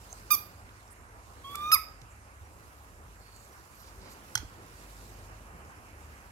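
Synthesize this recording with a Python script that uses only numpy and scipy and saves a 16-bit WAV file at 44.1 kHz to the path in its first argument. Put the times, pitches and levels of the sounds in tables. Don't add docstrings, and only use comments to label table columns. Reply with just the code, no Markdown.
import sys
import numpy as np
from scipy import signal
from scipy.fft import rfft, irfft, next_fast_len
from scipy.io import wavfile
from scipy.ndimage import uniform_filter1d, map_coordinates

SR = 44100
rng = np.random.default_rng(int(sys.argv[2]) if len(sys.argv) > 2 else 0)


def rack_gain(trim_db):
    fader = np.asarray(trim_db, float)
    return 10 ** (fader / 20)


def generate_wav(signal):
    frames = np.transpose(np.atleast_2d(signal))
    scaled = np.clip(frames, -1, 1) * 32767
    pcm = np.round(scaled).astype(np.int16)
    wavfile.write(sys.argv[1], SR, pcm)


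N = 278623
TOP_HZ = 15850

# (start [s], length [s], top pitch [Hz], pitch arch [Hz/ms^1.5], level [dB])
SQUEAKS = [
    (.3045, .048, 1221, .4, -28),
    (1.7162, .056, 1291, 1.27, -26.5),
]
# (time [s], pitch [Hz], level [dB])
WHINE = [
    (1.447, 1085, -45.5),
    (1.539, 1154, -47),
    (1.551, 1166, -43),
    (1.629, 1204, -37),
    (1.659, 1214, -33.5),
    (1.711, 1236, -34),
]
# (frequency [Hz], gain [dB])
FIRST_MOUTH = [(900, -6), (1200, 1), (2400, -7), (3600, -15), (4550, -20), (4880, -8), (6000, -9),
               (7300, -23), (8500, -16), (9600, -36), (10900, -8), (12250, 7), (13400, -19), (15700, -20)]
# (frequency [Hz], gain [dB])
SHUT_MOUTH = [(1000, 0), (1250, 0), (2250, -21), (2450, -16), (3300, -8), (3700, -17), (5000, -37),
              (8500, -44), (9800, -33), (11000, -41), (12200, -33), (13400, -29), (15500, -32)]
# (frequency [Hz], gain [dB])
SECOND_MOUTH = [(1000, -4), (1280, 5.5), (2150, 3.5), (2550, -3.5), (3800, -13.5), (4550, -2), (4930, 4.5),
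                (6400, -11.5), (7500, -17), (9000, -4.5), (10200, -8), (12250, 3.5), (13200, -10),
                (15500, -23)]
# (time [s], peak [dB], hollow of the cap [dB], brightness [dB/octave])
BITES = [
    (4.3539, -13.5, -0.5, 1),
    (4.3596, -50, -9, -4),
    (4.377, -27, -29, -2.5),
    (4.395, -53, -14, 5),
]
# (frequency [Hz], level [dB], t60 [s])
CAP_MODES = [(875, -7.5, 0.019), (2050, -9, 0.012), (3140, -9, 0.035), (3290, -4.5, 0.022),
             (4210, -14.5, 0.036), (5200, -9, 0.031), (5500, -5, 0.028), (6140, 3.5, 0.014),
             (9000, -21, .015), (9800, -17, 0.017), (11200, -8, .01), (11900, -1.5, 0.0089)]
# (time [s], peak [dB], centre [Hz], width [Hz], t60 [s])
TICKS = [(0.1283, -30, 6950, 2500, 0.01), (.6928, -42.5, 2650, 1490, 0.013),
         (.8789, -52, 5500, 4000, 0.013), (1.556, -25.5, 6700, 9100, 0.013),
         (2.0164, -47, 4240, 5000, 0.024), (3.363, -44, 8000, 6000, 0.012), (3.5967, -53, 5000, 6000, .012),
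         (.305, -32.5, 3000, 6000, 0.034), (1.7165, -27, 2200, 3000, 0.032),
         (4.3738, -38.5, 2050, 500, 0.032), (4.377, -37, 5170, 3000, 0.037)]
# (time [s], length [s], centre [Hz], width [Hz], level [dB])
SCUFFS = [(3.181, 0.3, 4420, 330, -67), (3.5, 0.12, 5700, 350, -73.5), (0.903, 0.034, 9300, 2000, -56),
          (1.6, 0.18, 5860, 900, -60.5), (1.5, 0.062, 11600, 1500, -58), (2.1, 0.038, 7500, 2500, -63),
          (3.328, 0.14, 7350, 2000, -65), (3.334, .18, 11500, 3000, -72), (3.747, 0.19, 4950, 3000, -63),
          (3.734, 0.11, 11900, 2500, -65), (3.997, 0.17, 4500, 2000, -62), (4.1, 0.042, 6900, 3000, -58.5),
          (4.09, 0.065, 11600, 3500, -62.5)]
# (time [s], peak [dB], pitch [Hz], t60 [s])
THUDS = [
    (.129, -31, 720, 0.014),
    (2.016, -47.5, 126, 0.19),
    (2.411, -43, 87, 0.17),
    (4.356, -36, 117, 0.11),
    (4.4, -34.5, 71, 0.087),
    (4.43, -32.5, 300, 0.023),
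    (4.448, -35.5, 73, 0.072),
    (5.547, -44.5, 181, 0.066),
]
# (time [s], length [s],
# frequency [Hz], level [dB])
TINKLES = [
    (.10, 0.025, 6330, -56),
    (1.546, 0.0098, 1273, -33),
    (1.548, 0.0089, 2290, -40),
    (2.44, 0.037, 5700, -68),
    (3.959, .13, 383.7, -56.5),
]
# (middle [s], length [s], cloth [dB], fine fur [dB])
STROKES = [
    (.12, 0.62, -62, -73.5),
    (0.803, 0.25, -68.5, -84),
    (1.527, 0.46, -64, -78),
    (2.732, .5, -70.5, -78),
    (3.4, .45, -69.5, -77.5),
    (3.9, 0.73, -65.5, -76.5),
    (4.32, 0.26, -64.5, -74),
    (4.96, 0.66, -61.5, -73),
    (6.15, 1, -69, -78.5),
]
# (middle [s], length [s], level [dB])
SHIFTS = [
    (.25, 0.64, -59),
    (1.594, 0.34, -59.5),
    (3.1, 0.26, -71.5),
    (4.17, 0.43, -56.5),
    (5.0, 0.96, -57.5),
    (5.91, 0.99, -58),
]
# (frequency [Hz], density [dB/Hz])
CLOTH = [(1500, -74), (2500, -13), (3800, -8.5), (5000, -7), (7500, -8.5), (9000, -12), (12000, -52),
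         (15800, -48)]
# (frequency [Hz], density [dB/Hz])
FUR = [(4000, -81), (6500, -31), (8500, -30), (10000, -2.5), (12500, -4), (15800, -11.5)]
# (frequency [Hz], density [dB/Hz])
WEIGHT = [(60, -27), (110, -4.5), (200, -5), (450, -9), (1200, -10), (3000, -20.5), (6000, -101)]
# (frequency [Hz], density [dB/Hz])
MURMUR = [(15, -28), (30, -25), (70, 1), (144, -14), (235, -16), (572, -16), (1060, -13.5), (1870, -20),
          (2730, -24.5), (3490, -38.5), (7220, -30.5), (11100, -34), (13200, -38), (15800, -67)]
# (frequency [Hz], level [dB])
HUM = [(48.4, -57), (70.0, -60), (102.3, -61)]
# (middle [s], length [s], change [dB])
LOADS = [
    (1.1, 0.38, -3),
    (1.45, 0.49, 3),
    (3.598, 0.31, -14.5),
    (4.326, 0.078, -16),
    (5.1, .9, 4),
    (5.78, .25, -4),
    (6.0, 0.37, 5.5),
]
# (frequency [Hz], likeness [0-1])
ALIKE = [(100, 0.83), (500, 1), (1000, 0.31), (2000, 0.59), (3200, 0.04), (5000, 0.054), (10000, 0.027)]
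# (frequency [Hz], left minus right [dB])
PORTS = [(60, -3), (180, -5), (550, -3), (1650, -7.5), (4970, -8), (15000, -10.5)]
# (frequency [Hz], t60 [s])
ROOM = [(300, 0.36), (1200, 0.35), (2500, 0.33), (4650, 0.44), (5000, 0.4), (5300, 0.27), (9000, 0.21),
        (12200, 0.26), (15000, 0.41)]


def squeak(s, length, hz, arch, db):
    top_ms, hold_ms = 15, 24
    end_ms = 1000 * length
    ms = np.arange(-3, end_ms + 10, .5)
    bend = np.abs(ms - top_ms) ** 1.5
    past = bend * (ms > top_ms)
    slack_start = 1 - .05 * np.exp(-ms / 1.8).clip(0, 2)
    pitch = hz * slack_start - arch * (past + .6 * (bend - past))
    pitch -= .6 * (ms - end_ms + 8).clip(0) ** 2
    tired = .1 * (ms - hold_ms).clip(0) ** 1.5
    level = db - 15 * np.exp(-ms / 1.9) - tired - 4 * (ms - end_ms).clip(0)
    parting = -3 * np.exp(-ms / 3)
    shutting = .33 * (arch * past - 95).clip(0)
    opening = parting + .8 * tired - shutting
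    return np.transpose([s + ms / 1000, pitch, level, opening])


def whine():
    edge_s, dulls = .012, .52
    (s0, hz0, _), (s1, hz1, _) = WHINE[0], WHINE[-1]
    rows = [(s0 - edge_s, hz0, -75), *WHINE, (s1 + edge_s / 2, hz1, -75)]
    top = max(db for *_, db in rows)
    return [(s, hz, db, dulls * min(top - db, 15)) for s, hz, db in rows]


def call(rows, mouth, jitter, flutter_db):
    s, pitch, level, opening = np.transpose(rows)
    t = np.arange(s[0], s[-1], 1 / SR)
    size = len(t)
    hz = uniform_filter1d(np.interp(t, s, pitch), size=150) * (1 + jitter * wobble(146, size))
    k = np.arange(1, 17)[:, None]
    flutter = flutter_db * np.array([wobble(105, size) for _ in k])
    lips_db = np.interp(t, s, opening) * np.clip(np.log2(k) - 1, 0, 1)
    phase = k * 2 * np.pi * np.cumsum(hz) / SR + 2 * np.pi * rng.random(k.shape)
    tones = rack_gain(along(mouth, k * hz) + flutter + lips_db) * np.sin(phase)
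    voice = np.sqrt(2) * (tones * (k * hz < TOP_HZ)).sum(0)
    air = irfft(rfft(rng.standard_normal(size)) * rack_gain(along(mouth, np.fft.rfftfreq(size, 1 / SR))), size)
    out = np.zeros(N)
    add(out, s[0], rack_gain(np.interp(t, s, level)) * (voice + rack_gain(-26) * air))
    return out


def cap():
    hollow_hz, hollow_t60, hollow_delay_s = 1480, .013, .0012
    out, t = np.zeros(N), np.arange(SR // 8) / SR
    for s, db, hollow_db, tilt_db in BITES:
        ring = 0
        for hz, mode_db, t60 in CAP_MODES:
            gain_db = mode_db + rng.normal(0, 2.0) + tilt_db * np.log2(hz / 5000)
            ring = ring + rack_gain(gain_db - 60 * t / t60) * np.sin(2 * np.pi * hz * t)
        crack = 0.47 * rack_gain(-60 * t / 0.024) * band(len(t), 5500 * rack_gain(tilt_db), width_hz=3800)
        add(out, s - .001, rack_gain(db - 4.5) * (ring + crack) * (1 - np.exp(-t / 0.00091)))
        hollow = np.sin(2 * np.pi * hollow_hz * t)
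        add(out, s + hollow_delay_s, struck(t, db + hollow_db, hollow_t60, attack_s=0.00064) * hollow)
    return out


def ticks():
    out, t = np.zeros(N), np.arange(SR // 20) / SR
    for s, db, hz, width_hz, t60 in TICKS:
        add(out, s - .001, struck(t, db, t60, attack_s=0.00062) * band(len(t), hz, width_hz))
    return out


def scuffs():
    out = np.zeros(N)
    for s, length, hz, width_hz, db in SCUFFS:
        size = round(length * SR)
        level = rack_gain(db + 2.6 * wobble(75, size)) * np.hanning(size) ** 0.24
        add(out, s, level * band(size, hz, width_hz))
    return out


def thuds():
    out, t = np.zeros(N), np.arange(SR // 4) / SR
    for s, db, hz, t60 in THUDS:
        add(out, s, struck(t, db + 3.5, t60, attack_s=0.003) * np.sin(2 * np.pi * hz * t))
    return out


def tinkles():
    out = np.zeros(N)
    for s, length, hz, db in TINKLES:
        size = round(length * SR)
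        t = np.arange(size) / SR
        level = rack_gain(db + 2.8 * wobble(46, size)) * np.hanning(size) ** 0.11
        add(out, s, level * np.sin(2 * np.pi * hz * t + hz / 3000 * wobble(120, size)))
    return out


def movement():
    cloth_db = swells(-73, [(s, length, db) for s, length, db, _ in STROKES])
    fur_db = swells(-90, [(s, length, db) for s, length, _, db in STROKES])
    weight_db = swells(-74.5, SHIFTS)
    grain = rack_gain(1.04 * wobble(45) + 1.1 * wobble(300))
    rubs = rack_gain(cloth_db + 1) * rush(CLOTH, patchy_db=2.0) + rack_gain(fur_db + 9) * rush(FUR, patchy_db=-0.5)
    rumble = rack_gain(weight_db + 2.5 + 1.8 * wobble(13)) * rush(WEIGHT, patchy_db=1.0)
    return grain * rubs + rumble


def background():
    t = np.arange(N) / SR
    hum = 0
    for hz, db in HUM:
        hum = hum + rack_gain(db + 3.5 * wobble(4.11)) * np.sin(2 * np.pi * hz * t + 1.87 * wobble(7))
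    load_db = dense(sum(db * bump(s, length) for s, length, db in LOADS))
    return rack_gain(-54) * rush(MURMUR, patchy_db=1.82) + rack_gain(-56.5 + load_db) * unit(hum)


def room(x, gap_ms, build_s):
    hz, t, z = signal.stft(rng.standard_normal((2, SR // 2)), SR, nperseg=256)
    soak_db = 1.4 * hz[:, None] / 10000
    build = 1 - np.exp(-t / build_s) / 1.4
    decay = rack_gain(-60 * t / along(ROOM, hz)[:, None] - soak_db)
    tail = signal.istft(z * decay * build, SR, nperseg=256)[1]
    late = np.pad(x, (round(gap_ms * SR / 1000), 0))[None]
    return signal.oaconvolve(late, tail / np.linalg.norm(tail[0]), axes=1)[:, :N]


def placed(pair, lead_ms, pan_db):
    side = np.array([[.5], [-.5]])
    return rack_gain(pan_db * side) * filtered(pair, lambda hz: np.exp(2j * np.pi * hz * side * lead_ms / 1000))


def rush(spectrum, patchy_db):
    z = signal.stft(rng.standard_normal((2, N)), nperseg=512)[2]
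    field = rng.standard_normal(z.shape[1:])
    for axis in (0, 1):
        field = uniform_filter1d(field, size=10, axis=axis)
    pair = signal.istft(z * rack_gain(patchy_db * unit(field)), nperseg=512)[1][:, :N]

    def mid_side(hz):
        turn = np.arccos(np.clip(along(ALIKE, hz), -1, 1)) / 2
        return rack_gain(along(spectrum, hz)) * [np.cos(turn), np.sin(turn)]

    mid, side = filtered(pair, mid_side)
    return unit(np.array([mid + side, mid - side]))


def band(size, hz, width_hz):
    f = np.fft.rfftfreq(size, 1 / SR)
    damping = (f * width_hz) ** 2
    resonance = damping / ((hz ** 2 - f ** 2) ** 2 + damping)
    return unit(irfft(rfft(rng.standard_normal(size)) * resonance, size))


def struck(t, db, t60, attack_s):
    return rack_gain(db - 60 * t / t60) * (1 - np.exp(-t / attack_s))


def swells(rest_db, rows):
    power = rack_gain(2 * rest_db) + sum(rack_gain(2 * db) * bump(s, length) for s, length, db in rows)
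    return dense(10 * np.log10(power))


def bump(middle, length):
    t = np.arange(N // 100 + 2) * 100 / SR
    return np.exp(-(2 * (t - middle) / length) ** 2)


def dense(slow):
    return np.interp(np.arange(N) / 100, np.arange(len(slow)), slow)


def wobble(rate, size=N):
    knots = rng.standard_normal(int(size * rate / SR) + 4)
    return map_coordinates(knots, [np.arange(size) * rate / SR])


def along(points, hz):
    f, v = np.transpose(points)
    return np.interp(np.log(hz + 1), np.log(f + 1), v)


def filtered(x, response):
    m = next_fast_len(N + 8192)
    return irfft(rfft(x, m) * response(np.fft.rfftfreq(m, 1 / SR)), m)[..., :N]


def unit(x):
    return x / np.sqrt(np.mean(x ** 2) + 1e-20)


def add(track, s, x):
    part = track[round(s * SR):][:len(x)]
    part += x[:len(part)]


def scene():
    first = call(squeak(*SQUEAKS[0]), FIRST_MOUTH, jitter=0.00078, flutter_db=3.5)
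    thin = call(whine(), SHUT_MOUTH, jitter=.001, flutter_db=1.3)
    second = call(squeak(*SQUEAKS[1]), SECOND_MOUTH, jitter=0.00097, flutter_db=2.8)
    small = ticks() + scuffs() + thuds() + tinkles()
    # (sound, lead [ms], pan [dB], room [dB])
    near = [(first, .045, 0.1, -11.5),
            (thin, .1, 3, -9),
            (second, .18, 2.2, -14),
            (cap(), .2, -.8, -15),
            (small, .15, .1, -13)]
    mix = placed(background() + movement(), lead_ms=0.29, pan_db=3.0)
    for x, lead_ms, pan_db, wet_db in near:
        mix = mix + placed(x, lead_ms, pan_db) + rack_gain(wet_db) * room(x, gap_ms=4, build_s=0.0046)
    return mix


def roll_off(x):
    return signal.sosfilt(signal.butter(12, 16820, fs=SR, output="sos"), x)


def record(dry):
    def ports(hz):
        balance = rack_gain(along(PORTS, hz) * np.array([[.5], [-.5]]))
        return balance / (1 + (hz / TOP_HZ) ** 200)

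    return roll_off(filtered(dry, ports))


dry = scene()
out = record(dry)
generate_wav(out)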